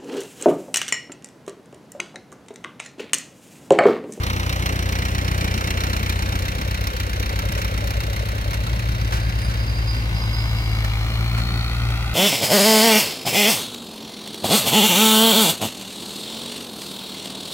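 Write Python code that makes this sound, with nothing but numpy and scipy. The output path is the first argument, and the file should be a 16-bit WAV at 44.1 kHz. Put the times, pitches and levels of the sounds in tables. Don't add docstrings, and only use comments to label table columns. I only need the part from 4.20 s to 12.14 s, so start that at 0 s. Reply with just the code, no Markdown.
import sys
import numpy as np
from scipy import signal
from scipy.fft import rfft, irfft
from scipy.io import wavfile
from scipy.ndimage import map_coordinates

SR = 44100
rng = np.random.default_rng(int(sys.argv[2]) if len(sys.argv) > 2 else 0)


def transcribe(u):
    v = np.clip(np.atleast_2d(u).T, -1, 1)
    q = np.round(v * 32767).astype(np.int16)
    wavfile.write(sys.argv[1], SR, q)


def linear_from_db(decibels):
    return 10 ** (np.asarray(decibels, float) / 20)


N = 350154
TIME = np.arange(N) / SR
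HZ = np.fft.rfftfreq(N, 1 / SR)

# t/s, distance loss as level/dB, lead of the left port/samples
NEAR_PATH = [
    (0, 0.5, 14.4),
    (1, 0.5, 17.5),
    (1.6, 2, 17.8),
    (2.5, -3, 19),
    (3.5, -3.5, 19),
    (4.5, -6, 19.6),
    (5.5, -6, 19.2),
    (6.3, -10.5, 11.2),
    (8, -14, 7),
]


def rms_one(x):
    return x / np.sqrt(np.mean(x ** 2) + 1e-20)


def in_time(rows):
    s, *columns = np.transpose(rows)
    return [np.interp(TIME, s, c) for c in columns]


def after(at_s, over_s):
    return 1 / (1 + np.exp((at_s - TIME) / over_s))


def around(at_s, over_s):
    return np.exp(-((TIME - at_s) / over_s) ** 2)


def at_hz(points):
    hz, value = np.transpose(points)
    return np.interp(np.log(HZ + 1), np.log(hz), value)


def filtered(x, response):
    return irfft(rfft(x) * linear_from_db(at_hz(response)), N)


def coloured(x, spectrum):
    return rms_one(filtered(x, spectrum))


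def drift(rate):
    r = np.exp(-80 * np.pi * rate / SR)
    slow = signal.lfilter([1], [1, -2 * r, r * r], rng.standard_normal(N // 40 + 2002))[2000:]
    return np.interp(np.arange(N) / 40, np.arange(len(slow)), rms_one(slow))


def late(x, samples):
    return map_coordinates(x, [np.arange(N) - samples], order=3, mode="nearest")


def train(at, db):
    clicks = np.zeros(N)
    clicks[at] = linear_from_db(db)
    return clicks


def dying(clicks, rise_s, fall_s):
    rise, fall = np.exp(-2 / (rise_s * SR)), np.exp(-1 / (fall_s * SR))
    tails = signal.lfilter([1], [1, -fall], clicks)
    return signal.lfilter([(1 - rise) ** 2], [1, -2 * rise, rise ** 2], tails)


def ring(clicks, hz, t60):
    r, w = linear_from_db(-60 / (t60 * SR)), 2 * np.pi * hz / SR
    return signal.lfilter([0, np.sin(w)], [1, -2 * r * np.cos(w), r * r], clicks + 1e-18)


def firings(turns, offset, jitter_s):
    at = np.flatnonzero(np.diff(np.floor(turns - offset))) + 1
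    moved = at + (jitter_s * SR * rng.standard_normal(len(at))).astype(int)
    return np.clip(moved, 0, N - 1), np.floor(turns[at] - offset).astype(int)


def exhaust(turns, orders, level_db, pipe_lag, pipe_phase, wobble_db):
    tones = 0
    for k, db in orders:
        phase = k * (2 * np.pi * turns - pipe_lag) - pipe_phase
        tones = tones + linear_from_db(db + wobble_db * drift(3.3)) * np.cos(phase)
    return np.sqrt(2) * linear_from_db(level_db) * tones


def ports(pair, lead):
    # f/Hz, likeness (0-1)
    likeness = [(100, .995), (700, .98), (1500, .92), (3000, .75), (6000, .5), (16000, .5)]
    alike = np.clip(at_hz(likeness), 0, 1)
    first, second = rfft(pair)
    other = irfft(alike * first + np.sqrt(1 - alike ** 2) * second, N)
    return np.array([pair[0], late(other, lead)])


def cab_hides(at_s=6.12):
    return after(at_s, 0.45)


def near_level(close_db, share, hidden_db, hidden=None):
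    hidden = cab_hides() if hidden is None else hidden
    return close_db + share * in_time(NEAR_PATH)[0] + hidden_db * hidden


def near_knock(at, force_db):
    # f/Hz, level/dB, t60/s
    block = [(1340, 7, 0.0086), (2032, -5.5, 0.029), (2180, -4.5, 0.032), (2383, 9, 0.012),
             (2696, 0, 0.026), (2980, -4, 0.016), (3730, 3.5, 0.015), (4103, -1.5, 0.031),
             (4700, -31, 0.016), (5610, 7, 0.0059), (6300, -27, 0.0067)]
    # f/Hz, level per Hz/dB
    knock_colour = [(300, -52), (800, 10), (1300, 10), (2500, 6.5), (3600, 11.5), (5000, 11.5),
                    (8000, 13.5), (16000, -3)]
    body = dying(train(at, force_db), rise_s=0.0007, fall_s=0.0058) * rng.standard_normal((2, N))
    white = rng.standard_normal((2, N))
    rings = 0
    for hz, db, t60 in block:
        mode_db = force_db + db + 2.0 * rng.standard_normal(len(at))
        burn = dying(train(at, mode_db), rise_s=0.0034, fall_s=0.0089)
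        rings = rings + ring(burn * white, hz, t60)
    knock = coloured(rms_one(body) + linear_from_db(-4) * rms_one(rings), knock_colour)
    return linear_from_db(near_level(-33.5, 0.92, -22)) * knock


def near_leak(at, force_db):
    # f/Hz, level per Hz/dB
    jet_colour = [(2500, -20), (5000, -4), (8500, -2), (11000, 1), (16000, 2)]
    crack_db = force_db + 1.4 * rng.standard_normal(len(at))
    crack = dying(train(at, crack_db), rise_s=0.0033, fall_s=0.003) * rng.standard_normal((2, N))
    level_db = near_level(-31.5, 0.17, -32, hidden=cab_hides(at_s=5.5))
    return linear_from_db(level_db) * coloured(crack, jet_colour)


def near_rattle(turns):
    # f/Hz, level per Hz/dB
    rattle_colour = [(200, -74), (500, 0.5), (1000, 2), (2000, -2), (4000, -6.5), (8000, -3.5),
                     (16000, -8.5)]
    swell = linear_from_db(0.58 * drift(24) + 0.078 * np.cos(4 * np.pi * turns))
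    rattle = coloured(rng.standard_normal((2, N)) * swell, rattle_colour)
    return linear_from_db(near_level(-37, 0.59, 0)) * rattle


def near_pops(at, pop_db, pitch, pop_ms):
    level_db = -45 + 5.5 * around(3.6, 0.99) - 23.5 * cab_hides()
    pop_at = np.clip(at + (pop_ms * SR / 1000).astype(int), 0, N - 1)
    pop_db = pop_db + 0.5 * rng.standard_normal(len(at))
    pops = rms_one(dying(train(pop_at, pop_db), rise_s=0.002, fall_s=0.008))
    pipe_hz = 495 + (580.3 - 495) * after(3.2, 0.4)
    pipe_hz = pipe_hz * np.interp(np.arange(N), pop_at + 200, pitch) * (1 + 0.03985 * drift(50.2))
    phase = 2 * np.pi * np.cumsum(pipe_hz) / SR
    return linear_from_db(level_db) * pops * (0.27 * np.cos(0.82 * phase) + 0.5 * np.cos(1.03 * phase))


def near_exhaust(turns):
    # multiple of the firing rate, level under the boom/dB
    upper_orders = [(1, -19), (1.5, -18), (2.5, -14), (3.25, -15), (4, -10), (4.25, -15), (5, -13),
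                    (6, -14), (7, -20), (8.5, -25), (9.5, -24), (11.5, -24)]
    level_db = near_level(-26.5, 0.4, -1.8)
    away_db = -5 * after(2.0, 0.35) - 5 * cab_hides()
    third_db = -26 + away_db - level_db
    boom = exhaust(turns, [(2, 0), (3, third_db)], level_db, pipe_lag=0.45, pipe_phase=0.75, wobble_db=1.0)
    upper = exhaust(turns, upper_orders, -26 + 0.97 * away_db, pipe_lag=0.45, pipe_phase=0.75, wobble_db=2.2)
    throb = 1 + 0.38 * np.cos(2 * np.pi * (turns / 4 - 0.38))
    return boom + throb * upper


def near_tractor():
    # t/s, firing rate/Hz
    speed = [(0.0, 30.47), (2.46, 30.87), (2.77, 31.38), (2.92, 30.6), (4.52, 31.9), (4.64, 31.49),
             (5.8, 33.39), (8.0, 38.22)]
    # knock level/dB, brightness/dB, pop level/dB, pop pitch factor, pop lag/ms
    cylinders = [
        (3, 9, -7, 1.0, 9.6),
        (4, 10.5, -7, .95, 9),
        (1, 8, 1, 1.05, 14),
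        (0, 10.5, 0, .95, 7.82),
    ]
    hunt_hz = 0.221 * np.sin(2 * np.pi * 1.201 * (TIME - 0.617))
    turns = np.cumsum(in_time(speed)[0] + hunt_hz) / SR - 0.2
    at, number = firings(turns, offset=0.78, jitter_s=0.0014)
    force_db, bright_db, pop_db, pitch, pop_ms = np.array(cylinders)[number % 4].T
    force_db = force_db + 1.25 * rng.standard_normal(len(at))
    engine = near_knock(at, force_db) + near_leak(at, force_db + bright_db) + near_rattle(turns)
    engine = engine + near_pops(at, pop_db, pitch, pop_ms)
    return ports(engine, in_time(NEAR_PATH)[1]), near_exhaust(turns)


def far_clatter(turns, level_db, lead, clear):
    # delay/ms, delay lost in the turn/ms, strength
    echoes = [
        (1.02, .27, .25),
        (1.84, .43, .45),
    ]
    # f/Hz, level per Hz/dB
    left_colour = [(250, 10), (500, -10), (780, 12), (1100, 7.5), (1640, 5.5), (2150, 17), (2780, 9.5),
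                   (3050, 4), (4300, 12.5), (5500, 2.5), (7200, 7.5), (13000, 6.5)]
    right_colour = [(250, -29), (500, -16), (800, 16), (1100, 1.5), (1500, 14.5), (1640, -18), (1900, 6.5),
                    (2500, 3.5), (3300, 10.5), (4300, 11), (5700, 5), (11500, 7.5)]
    at, _ = firings(turns, offset=0.8, jitter_s=0.0005)
    force_db = 1.5 * rng.standard_normal(len(at))
    blows = rms_one(dying(train(at, force_db), rise_s=0.0025, fall_s=0.0012)) + 2.2
    clatter_db = -47 + 0.25 * (level_db - level_db.max()) + 6.5 * clear
    clatter = linear_from_db(clatter_db) * ports(rms_one(blows * rng.standard_normal((2, N))), lead)
    rasp_band = signal.butter(2, [3700, 4700], "band", fs=SR, output="sos")
    rasp_db = -5.5 - 42.5 + 37 * around(7.35, 0.47)
    clatter = clatter + linear_from_db(rasp_db) * signal.sosfilt(rasp_band, clatter * blows)
    soil = signal.butter(1, 5000, fs=SR, output="sos")
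    dull = signal.sosfilt(soil, clatter)
    turned = after(7.15, 0.5)
    for ms, gained, strength in echoes:
        delay = (ms - gained * turned) * SR / 1000
        clatter = clatter + strength * np.array([late(side, delay) for side in dull])
    return np.array([filtered(clatter[0], left_colour), filtered(clatter[1], right_colour)])


def far_exhaust(turns, level_db, clear):
    # multiple of the firing rate, level under the boom/dB
    upper_orders = [(3, -17), (4, -23), (6, -26)]
    upper_db = -4 + 9 * around(7.2, 0.3)
    orders = [(1, 0), (2, -2.5 + 2 * clear)] + [(k, db + upper_db) for k, db in upper_orders]
    return exhaust(turns, orders, level_db, pipe_lag=0.75, pipe_phase=0.25, wobble_db=0.6)


def far_tractor():
    # t/s, firing rate/Hz
    speed = [(0.0, 45.57), (2.23, 46.1), (2.5, 50.44), (3.0, 48.25), (3.25, 52.04), (3.54, 52.03),
             (4.01, 54.45), (4.25, 51.8), (4.5, 57.19), (4.95, 55.57), (5.74, 56.07), (5.99, 54.49),
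             (6.32, 55.13), (6.75, 53.49), (7.08, 57.35), (7.72, 57.74), (8.0, 57.0)]
    # t/s, exhaust level/dB, lead of the left port/samples
    path = [(0, -46, 14), (1, -41, 13), (1.85, -41, 12), (2.15, -33, 12), (2.9, -31, 12), (3.3, -28, 12),
            (4.15, -28, 12), (4.5, -24.5, 11), (6, -24, 7.3), (7, -23.5, 6), (8, -26, 4.5)]
    level_db, lead = in_time(path)
    clear = after(5.9, 0.23)
    turns = np.cumsum(in_time(speed)[0]) / SR
    return far_clatter(turns, level_db, lead, clear), far_exhaust(turns, level_db, clear)


def squeal():
    # t/s, peak level/dB, pitch f/Hz
    grip_events = [(4.8, -47, 4805), (5.03, -47, 4815), (5.19, -44, 4900), (5.25, -42, 4880),
                   (5.4, -38, 4885), (5.49, -39, 4865), (5.56, -38, 4840), (5.69, -30, 4900),
                   (5.77, -42, 4860), (5.96, -34, 4930), (6.03, -35, 4935), (6.145, -32, 4950),
                   (6.2, -38, 4960), (6.3, -43, 4935), (6.37, -36, 4915), (6.455, -41, 4885),
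                   (6.52, -41, 4880), (6.58, -47, 4895), (6.7, -49, 4805)]
    s, db, hz = np.transpose(grip_events)
    rise_s, fall_s = 0.01, 0.05
    phase = 2 * np.pi * np.cumsum(np.interp(TIME, s, hz) + 16 * drift(70)) / SR
    octave_db = -18 + 16 * around(5.24, 0.1) + 3.0
    tone = np.cos(phase) + linear_from_db(octave_db) * np.cos(2 * phase)
    start = ((s - rise_s * 2.3) * SR).astype(int)
    grips = dying(train(start, db), rise_s, fall_s)
    rub = linear_from_db(-49) * after(4.86, 0.07) * (1 - after(6.61, 0.07))
    skipped = linear_from_db(-50) * around(5.05, 0.08) * np.cos(phase / 3)
    return linear_from_db(1.2 + 1.8 * drift(40)) * (grips + rub) * tone + skipped


def stones():
    # t/s, peak level/dB, decay length/s
    strikes = [
        (3.375, -6.5, 0.022),
        (4.331, -6, 0.015),
        (4.921, -6, 0.043),
        (4.952, -25, 0.016),
        (5.294, -14, 0.024),
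        (5.743, -14, 0.016),
        (6.645, -4, 0.0065),
        (7.175, -9, 0.025),
        (7.703, -14.5, 0.017),
    ]
    # f/Hz, level per Hz/dB
    stone_colour = [(300, 1), (1000, 19.5), (2500, 12.5), (5000, 13.5), (8000, 18), (16000, 10.5)]
    out, white = np.zeros((2, N)), coloured(rng.standard_normal((2, N)), stone_colour)
    since = np.arange(round(0.15 * SR)) / SR
    for s, db, length in strikes:
        at = slice(round(s * SR), round(s * SR) + len(since))
        burst = (1 - np.exp(-since / 0.00069)) * np.exp(-since / length)
        out[:, at] += linear_from_db(db - 18.5) * burst * white[:, at]
    return out


def ground_rumble():
    # f/Hz, level per Hz/dB
    rumble_colour = [(20, -24), (40, -10), (80, -4), (150, 0), (300, -5), (600, -16), (1200, -35)]
    surges = rng.standard_normal((2, N)) * linear_from_db(1.94 * drift(48))
    return linear_from_db(near_level(-30, 0.89, 6.3) - 3.0) * coloured(surges, rumble_colour)


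def through_ports(bright):
    # f/Hz, level/dB
    left_port = [(150, 14.0), (380, -0.4), (550, 0.8), (900, -4.7), (1500, -2.2), (1900, -6.3),
                 (2500, -5.5), (2850, -3.1), (3600, -7.3), (4300, -5.8), (4750, -13.4), (8000, -18.3),
                 (11500, -17.6), (15500, -20.8)]
    right_port = [(150, 12.4), (380, -2.4), (550, -0.9), (900, -5.6), (1500, 0.0), (2300, -1.4),
                  (2600, -3.6), (2850, -2.9), (3700, -8.6), (4900, -10.6), (5800, -8.8), (8100, -29.5),
                  (12500, -20.0), (15500, -21.1)]
    return np.array([filtered(bright[0], left_port[1:]), filtered(bright[1], right_port[1:])])


def scene():
    near, near_boom = near_tractor()
    far, far_boom = far_tractor()
    harrow = ports(stones() + squeal(), 19.07)
    bright = through_ports(near + far + harrow)
    boom = near_boom + far_boom
    lead = 16.3 - 9.7 * after(5.86, 0.45)
    bass = ports(ground_rumble(), lead) + [boom, late(boom, lead)]
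    return linear_from_db(10.5) * bright + bass * linear_from_db(np.array([[0.7], [-0.7]]))


def top_cut(x):
    return signal.sosfilt(signal.butter(12, 16990, fs=SR, output="sos"), x)


def record(dry):
    low_pass = signal.ellip(10, 0.5, 70, 15850, fs=SR, output="sos")
    mix = signal.sosfilt(low_pass, dry)
    return top_cut(mix)


dry = scene()
out = record(dry)
transcribe(out)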